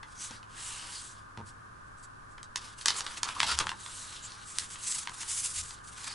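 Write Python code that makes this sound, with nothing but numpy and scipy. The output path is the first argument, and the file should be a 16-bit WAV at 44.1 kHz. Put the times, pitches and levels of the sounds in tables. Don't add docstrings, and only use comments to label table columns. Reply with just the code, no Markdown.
import sys
import numpy as np
from scipy import signal
from scipy.fft import rfft, irfft, next_fast_len
from scipy.io import wavfile
from scipy.ndimage import uniform_filter1d, map_coordinates

SR = 44100
rng = np.random.default_rng(int(sys.argv[2]) if len(sys.argv) > 2 else 0)


def store_wav(level_fs):
    pcm = np.round(np.clip(np.atleast_2d(level_fs), -1, 1) * 32767)
    wavfile.write(sys.argv[1], SR, pcm.T.astype(np.int16))


N = 270774

# pitch_hz, level_db (per Hz)
AMBIENCE_TONE = [(20, 0), (105, -5), (200, -10), (400, -16.5), (700, -20), (920, -14.5), (1030, -7.5),
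                 (1190, -7), (1320, -11.5), (1510, -5.5), (1760, -13), (1980, -24), (3500, -30),
                 (11000, -32.5)]
# pitch_hz, likeness (1 same, -1 opposite)
AMBIENCE_LIKENESS = [(50, 0.99), (105, 0.71), (190, 0.3), (350, -0.32), (630, -0.56), (1130, -0.49),
                     (2000, 0.055), (4500, 0.063), (9000, 0.57)]
# pitch_hz, likeness (1 same, -1 opposite)
PAPER_LIKENESS = [(200, 0.99), (1000, 0.57), (4000, 0.91), (10000, 0.96)]
# pitch_hz, fade_s
ROOM_FADE = [(200, 0.51), (1200, 0.13), (5000, 0.11), (11000, 0.07)]
# delay_s, level_db
WALL_ECHOES = [(.0032, -11.5), (0.011, -18), (0.0167, -19), (0.018, -27), (0.023, -19)]
# start_s, peak_db (before a small random change), contacts, gap_s
TABLE_BUMPS = [(0.308, -38, 3, 0.00393), (1.376, -34, 5, .009), (3.656, -36, 2, 0.015)]
# pitch_hz, level_db (per Hz)
TABLE_TONE = [(40, -41), (85, 5), (125, -3), (190, -0.5), (290, -14.5), (500, -13), (660, -23.5), (930, -6),
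              (1100, -17.5), (1500, -23.5), (3000, -33.5), (8000, -45)]
# middle_s, level_db, half_length_s
AIR_PUFFS = [(3.433, -53, 0.041), (3.54, -48.5, 0.055), (5.603, -47.5, 0.052)]
# pitch_hz, level_db (per Hz)
PUFF_TONE = [(25, -20), (55, -8), (75, 1), (110, -18), (300, -53), (900, -90)]
# middle_s, half_length_s, pitch_hz, level_db
PAPER_BRUSHES = [(0.227, 0.05, 6100, -48.5), (0.759, 0.17, 2900, -55.5), (0.97, 0.035, 4570, -47),
                 (3.367, 0.0085, 1130, -40), (3.502, 0.022, 1370, -36.5), (3.505, .03, 4740, -36.5),
                 (4.075, 0.29, 4030, -59), (4.25, 0.022, 7240, -45), (5.398, 0.13, 9900, -43),
                 (6.11, 0.066, 4800, -47.5)]
# middle_s, level_db, half_length_s
SHEET_BENDS = [(3.0, -48.5, 0.12), (3.275, -43, 0.044), (3.4, -51.5, 0.12), (3.505, -45, 0.031),
               (3.615, -37, 0.016)]
# pitch_hz, level_db (per Hz)
BEND_TONE = [(60, -11), (160, -13.5), (300, -13.5), (680, -11.5), (950, -3), (1250, 1), (1700, -12.5),
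             (2300, -13.5), (5000, -27)]
# pitch_hz, level_db (per Hz)
CRACKLE_TONE = [(600, -15), (1100, -6), (2500, -14), (4500, 4), (7500, 28), (11000, -24)]
# time_s, depth_db
GRIP_DEPTH = [(0, 5), (.5, -0.4), (2.4, 5), (2.7, 2.5), (3.7, 3), (3.9, 0.6), (4.7, 0.15), (4.98, 2.5),
              (5.3, 3)]
# pitch_hz, level_db (per Hz)
RUB_TONE = [(200, -12.5), (650, -13), (950, 0.5), (1500, 0), (2300, -3.5), (3200, -0.5), (4400, -1.5),
            (6000, -4.5), (11000, -9)]
# pitch_hz, level_db (per Hz)
HISS_TONE = [(600, -30), (2000, -9.5), (4000, -6), (5500, -2), (6500, 0.5), (8000, 4), (9500, 0),
             (11000, -3.5)]
# time_s, rub_db, hiss_db
LONG_SLIDES = [
    [(0.5, -67, -69), (0.59, -50.5, -46.5), (0.676, -52, -41), (0.862, -51, -51.5), (0.958, -54, -43.5),
     (1.116, -64, -53), (1.186, -64, -69), (1.25, -77, -83)],
    [(3.76, -62, -66), (3.796, -58, -52), (3.992, -56.5, -44), (4.174, -52.5, -53.5), (4.222, -60, -63),
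     (4.236, -53.5, -49.5), (4.348, -56, -70), (4.43, -58.5, -59)],
    [(4.79, -55.5, -52), (4.872, -61, -31.5), (4.9, -53, -36.5), (4.95, -58, -34), (4.964, -52, -42),
     (4.972, -56, -38.5), (5.022, -52.5, -41), (5.06, -59, -58)],
    [(5.27, -58, -61), (5.288, -53.5, -36), (5.462, -55, -34), (5.484, -55.5, -40), (5.616, -64, -34),
     (5.65, -62, -51.5), (5.7, -59, -42.5), (5.78, -62.5, -65)],
]
# start_s, length_s, rub_db, hiss_db
SHORT_STROKES = [(0.105, 0.074, -62.5, -58.5), (0.205, 0.054, -53.5, -43), (0.298, 0.06, -55, -60),
                 (1.472, .02, -63, -53), (1.868, 0.0094, -83, -67.5), (1.983, 0.021, -84, -66),
                 (2.034, 0.012, -81, -55.5), (2.31, 0.012, -84, -60), (2.593, 0.11, -55.5, -59.5),
                 (2.79, 0.019, -52.5, -43.5), (2.878, .11, -46.5, -49), (2.975, 0.01, -48, -34),
                 (3.063, 0.11, -50.5, -51), (3.258, 0.15, -48, -63), (3.405, 0.029, -43, -45),
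                 (3.474, 0.043, -37.5, -44.5), (3.547, 0.065, -45.5, -63), (3.657, 0.062, -62, -53),
                 (4.476, 0.045, -62, -45.5), (4.566, 0.073, -52, -44), (4.706, .035, -54.5, -45),
                 (5.135, 0.13, -58, -49.5), (5.207, 0.018, -53, -43.5), (5.285, 0.012, -62, -41),
                 (5.853, .08, -64.5, -53), (5.982, 0.27, -52, -48.5)]
# start_s, level_db, pitch_hz (of the dent), body_db (low body of the whole sheet),
# fade_s (time for the flutter to fade by 60 dB)
PAPER_SNAPS = [(0.0302, -5, 1690, -2, 0.025), (0.309, -16, 5400, 0, .011), (0.429, -17.5, 2700, 1, .014),
               (1.3733, -11.5, 2280, -2, 0.011), (2.3798, -13, 2060, 1, 0.017),
               (2.4297, -17, 7500, 0, 0.0098), (2.5581, 0, 5970, 0.5, 0.016),
               (2.8112, -11, 4400, -3, 0.023), (2.8577, 7, 7250, 1, 0.018), (2.8823, 9.5, 5150, -3, 0.022),
               (2.904, 1.5, 4000, 3, 0.011), (3.0063, -4, 5580, 3, .009), (3.0643, -3, 3580, 3, .017),
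               (3.2311, 3, 6560, 1, 0.013), (3.2881, 2, 2400, -1, .018), (3.4024, 14.5, 2380, -4, .008),
               (3.43, 7.5, 3220, 5, 0.017), (3.5883, 5, 7600, -1, 0.0034), (3.601, 4.5, 3200, 3, 0.041),
               (3.64, -4, 1310, 2, 0.01), (3.6688, 3, 2200, 4, 0.0045), (3.6917, 3, 2820, -3.5, 0.012),
               (3.7158, 1.5, 1390, 2.5, 0.0059), (3.861, -11, 3760, 4, 0.018),
               (4.3193, -18, 5500, -8, .009), (4.5849, 2.5, 8900, -9, 0.003),
               (4.7572, -10, 2670, -1, 0.015), (4.87, -12, 9000, -14, 0.017),
               (4.9226, -8, 9900, -16, 0.003), (5.073, 0, 2400, 2, 0.005), (5.094, -16, 7200, 8, 0.013),
               (5.1174, -10.5, 1270, 2, .02), (5.231, -10.5, 2980, 3, 0.01), (5.707, -13.5, 4500, 2, 0.018)]
# pitch_hz, level_db (per Hz)
SNAP_TONE = [(100, -19), (640, -18), (950, 0.5), (1450, 0), (1900, -1.5), (2400, -5), (3200, 0.5),
             (4500, 1.5), (8000, 0), (11000, -1)]

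TOP_HZ = 11000
BRUSH_Q = 5.2
RISE_DB_PER_S, FALL_DB_PER_S = 336, 210
SHORT_S = 0.027
DENT_PEAK_DB, DENT_OCTAVES, DENT_FALL_DB_PER_OCTAVE = 2.5, 0.21, 10
BODY_HZ = 1860


def amp(db):
    return 10 ** (np.asarray(db) / 20)


def unit(x):
    return x / np.sqrt(np.mean(x ** 2) + 1e-20)


def along(points, hz):
    f, v = np.transpose(points)
    return np.interp(np.log(hz + 1), np.log(f + 1), v)


def curves(rows):
    s, *columns = np.transpose(rows)
    t = np.arange(N) / SR
    return [np.interp(t, s, column) for column in columns]


def wobble(rate):
    knots = rng.standard_normal(int(N * rate / SR) + 4)
    return map_coordinates(knots, [np.arange(N) * rate / SR])


def swells(rows):
    t = np.arange(N) / SR
    return sum(amp(db) * np.exp(-((t - s) / half) ** 2) for s, db, half in rows)


def filtered(x, response):
    m = next_fast_len(N + SR // 2)
    return irfft(rfft(x, m) * response(np.fft.rfftfreq(m, 1 / SR)), m)[..., :N]


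def add(track, s, sound):
    part = track[..., max(round(s * SR), 0):][..., :sound.shape[-1]]
    part += sound[..., :part.shape[-1]]


def coloured(pair, tone, likeness):
    def middle_and_side(hz):
        turn = np.arccos(np.clip(along(likeness, hz), -1, 1)) / 2
        return amp(along(tone, hz)) * np.array([np.cos(turn), np.sin(turn)])
    mid, side = filtered(pair, middle_and_side)
    return unit(np.array([mid + side, mid - side]))


def impulse(tone, size=2048):
    cepstrum = irfft(np.log(amp(along(tone, np.fft.rfftfreq(size, 1 / SR)))))
    cepstrum[1:size // 2] *= 2
    cepstrum[size // 2 + 1:] = 0
    return irfft(np.exp(rfft(cepstrum)))


def slips(rate, spread_db):
    sizes = amp(spread_db * np.clip(rng.standard_normal(N), -2, 2))
    happens = rng.random(N) < rate / SR
    return rng.standard_normal((2, N)) * sizes * happens


def shifting(x, depth_db):
    z = signal.stft(x, nperseg=512)[2]
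    field = rng.standard_normal(z.shape[1:])
    field = uniform_filter1d(field, size=9, axis=0)
    field = uniform_filter1d(field, size=10, axis=1)
    return signal.istft(z * amp(depth_db * unit(field)), nperseg=512)[1][:, :N]


def gate(start, end):
    t = np.arange(N) / SR
    edge_db = np.minimum(RISE_DB_PER_S * (t - start), FALL_DB_PER_S * (end - t))
    steeper = 1 + SHORT_S / max(end - start, 1e-3)
    return amp(np.clip(edge_db * steeper, -120, 0))


def background():
    t = np.arange(N) / SR

    def middle_and_side(hz):
        width = np.tan(np.arccos(np.clip(along(AMBIENCE_LIKENESS, hz), -.8, 1)) / 2)
        return amp(along(AMBIENCE_TONE, hz)) * np.array([np.ones_like(hz), width])
    mid, side = filtered(rng.standard_normal((2, N)), middle_and_side)
    air = amp(-54.0) * np.array([mid + side, mid - side]) / mid.std()

    waver = amp(0.5 * wobble(23))
    hum = amp(-60.0) * waver * np.sin(2 * np.pi * 105 * t + 1.4 * wobble(22))
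    whine_gain = amp(-61 + 2.0 * wobble(8.4))
    whine = whine_gain * np.sin(2 * np.pi * 1215 * t + 1.8 * wobble(70))
    return air + hum + whine


def room(x, tail_db, echo_db):
    hz, t, z = signal.stft(rng.standard_normal((2, SR // 4)), SR, nperseg=256)
    fade = amp(-60 * t / along(ROOM_FADE, hz)[:, None])
    mid, side = signal.istft(z * fade, SR, nperseg=256)[1]
    tail = np.array([mid + 0.23 * side, mid - 0.41 * side]) / np.linalg.norm(mid)
    answer = np.zeros((2, SR // 4))
    answer[:, 0] = 1
    add(answer, .008, amp(tail_db) * tail)
    for delay, db in WALL_ECHOES:
        add(answer, delay * rng.uniform(.9, 1.2), amp(db + echo_db) * np.ones(1))
    return signal.fftconvolve(x[None], answer, axes=1)[:, :N]


def bumps():
    track, thud = np.zeros(N), impulse(TABLE_TONE)
    thud = thud / np.abs(thud).max()
    for s, db, contacts, gap in TABLE_BUMPS:
        for k in range(round(contacts)):
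            contact_s = s + gap * (k + rng.uniform(0, .12))
            add(track, contact_s, amp(db + rng.normal(0, 1)) * thud)
    return room(track, tail_db=-15, echo_db=-6)


def puffs():
    return swells(AIR_PUFFS) * coloured(rng.standard_normal((2, N)), PUFF_TONE, PAPER_LIKENESS)


def brushing():
    track = np.zeros(N)
    t = np.arange(-SR // 3, SR // 3) / SR
    noise_hz = np.fft.rfftfreq(len(t), 1 / SR)
    for s, half, hz, db in PAPER_BRUSHES:
        resonance = 1 / (1 + (2 * BRUSH_Q * (noise_hz / hz - 1)) ** 2)
        swish = unit(irfft(rfft(rng.standard_normal(len(t))) * resonance, len(t)))
        swish = amp(db) * swish * np.exp(-(t / half) ** 2)
        add(track, s + t[0], swish[s + t >= 0])
    return track


def flexing():
    grain = shifting(slips(1100, 4), depth_db=3.5)
    return swells(SHEET_BENDS) * coloured(grain, BEND_TONE, PAPER_LIKENESS)


def crinkling(rub_gain, hiss_gain):
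    handled = np.interp(np.arange(N) / SR, [2.6, 2.8, 5.0, 5.3], [0, 1, 1, 0])
    pops = coloured(shifting(slips(90, 1.7), depth_db=2), CRACKLE_TONE, PAPER_LIKENESS)
    return handled * np.sqrt(rub_gain * hiss_gain) * amp(-15.0) * pops


def friction():
    power = np.zeros((2, N))
    for slide in LONG_SLIDES:
        power += (amp(curves(slide)) * gate(slide[0][0], slide[-1][0])) ** 2
    for start, length, rub_db, hiss_db in SHORT_STROKES:
        power += (amp([[rub_db], [hiss_db]]) * gate(start, start + length)) ** 2
    return np.sqrt(power)


def sliding(rub_gain, hiss_gain):
    grip_db = curves(GRIP_DEPTH)[0] * wobble(85)
    rub_grain = shifting(slips(13000, 3), depth_db=1.8)
    hiss_grain = shifting(slips(18000, 2), depth_db=1.4)
    rub = rub_gain * amp(grip_db + 4.0) * coloured(rub_grain, RUB_TONE, PAPER_LIKENESS)
    hiss = hiss_gain * amp(grip_db) * coloured(hiss_grain, HISS_TONE, PAPER_LIKENESS)
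    return rub + hiss


def dent(pitch_hz, body_db):
    hz = np.geomspace(100, SR / 2, 64)
    octaves = np.log2(hz / pitch_hz)
    peak_db = DENT_PEAK_DB * np.exp(-(octaves / DENT_OCTAVES) ** 2)
    slope_db = DENT_FALL_DB_PER_OCTAVE * np.maximum(octaves, 0)
    low_share = 1 / (1 + (hz / BODY_HZ) ** 4)
    return np.column_stack([hz, along(SNAP_TONE, hz) + peak_db - slope_db + body_db * low_share])


def snapping():
    track, t = np.zeros((2, N)), np.arange(SR // 16) / SR
    for s, db, pitch_hz, body_db, fade_s in PAPER_SNAPS:
        flutter = unit(rng.standard_normal(len(t))) * amp(-60 * t / fade_s)
        flutter[0] += 2.5
        z = rfft(flutter)
        flutter = irfft(z / np.sqrt(uniform_filter1d(np.abs(z) ** 2, size=60)))
        snap = signal.fftconvolve(flutter, impulse(dent(pitch_hz, body_db)))
        snap = amp(db) * snap[:len(t) // 2]
        add(track, s + .0007, room(snap, tail_db=-7.5, echo_db=-1.5))
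    return track


def scene():
    rub_gain, hiss_gain = friction()
    rustle = sliding(rub_gain, hiss_gain) + flexing() + crinkling(rub_gain, hiss_gain) + brushing()
    middle = rustle.mean(axis=0)
    rustle_in_room = room(middle, tail_db=-10.5, echo_db=-13.5) + rustle - middle
    return snapping() + bumps() + amp(1.23) * rustle_in_room + puffs() + background()


def record(dry):
    return filtered(dry, lambda hz: amp(-np.clip((hz - TOP_HZ) / 12, 0, 120)))


dry = scene()
out = record(dry)
store_wav(out)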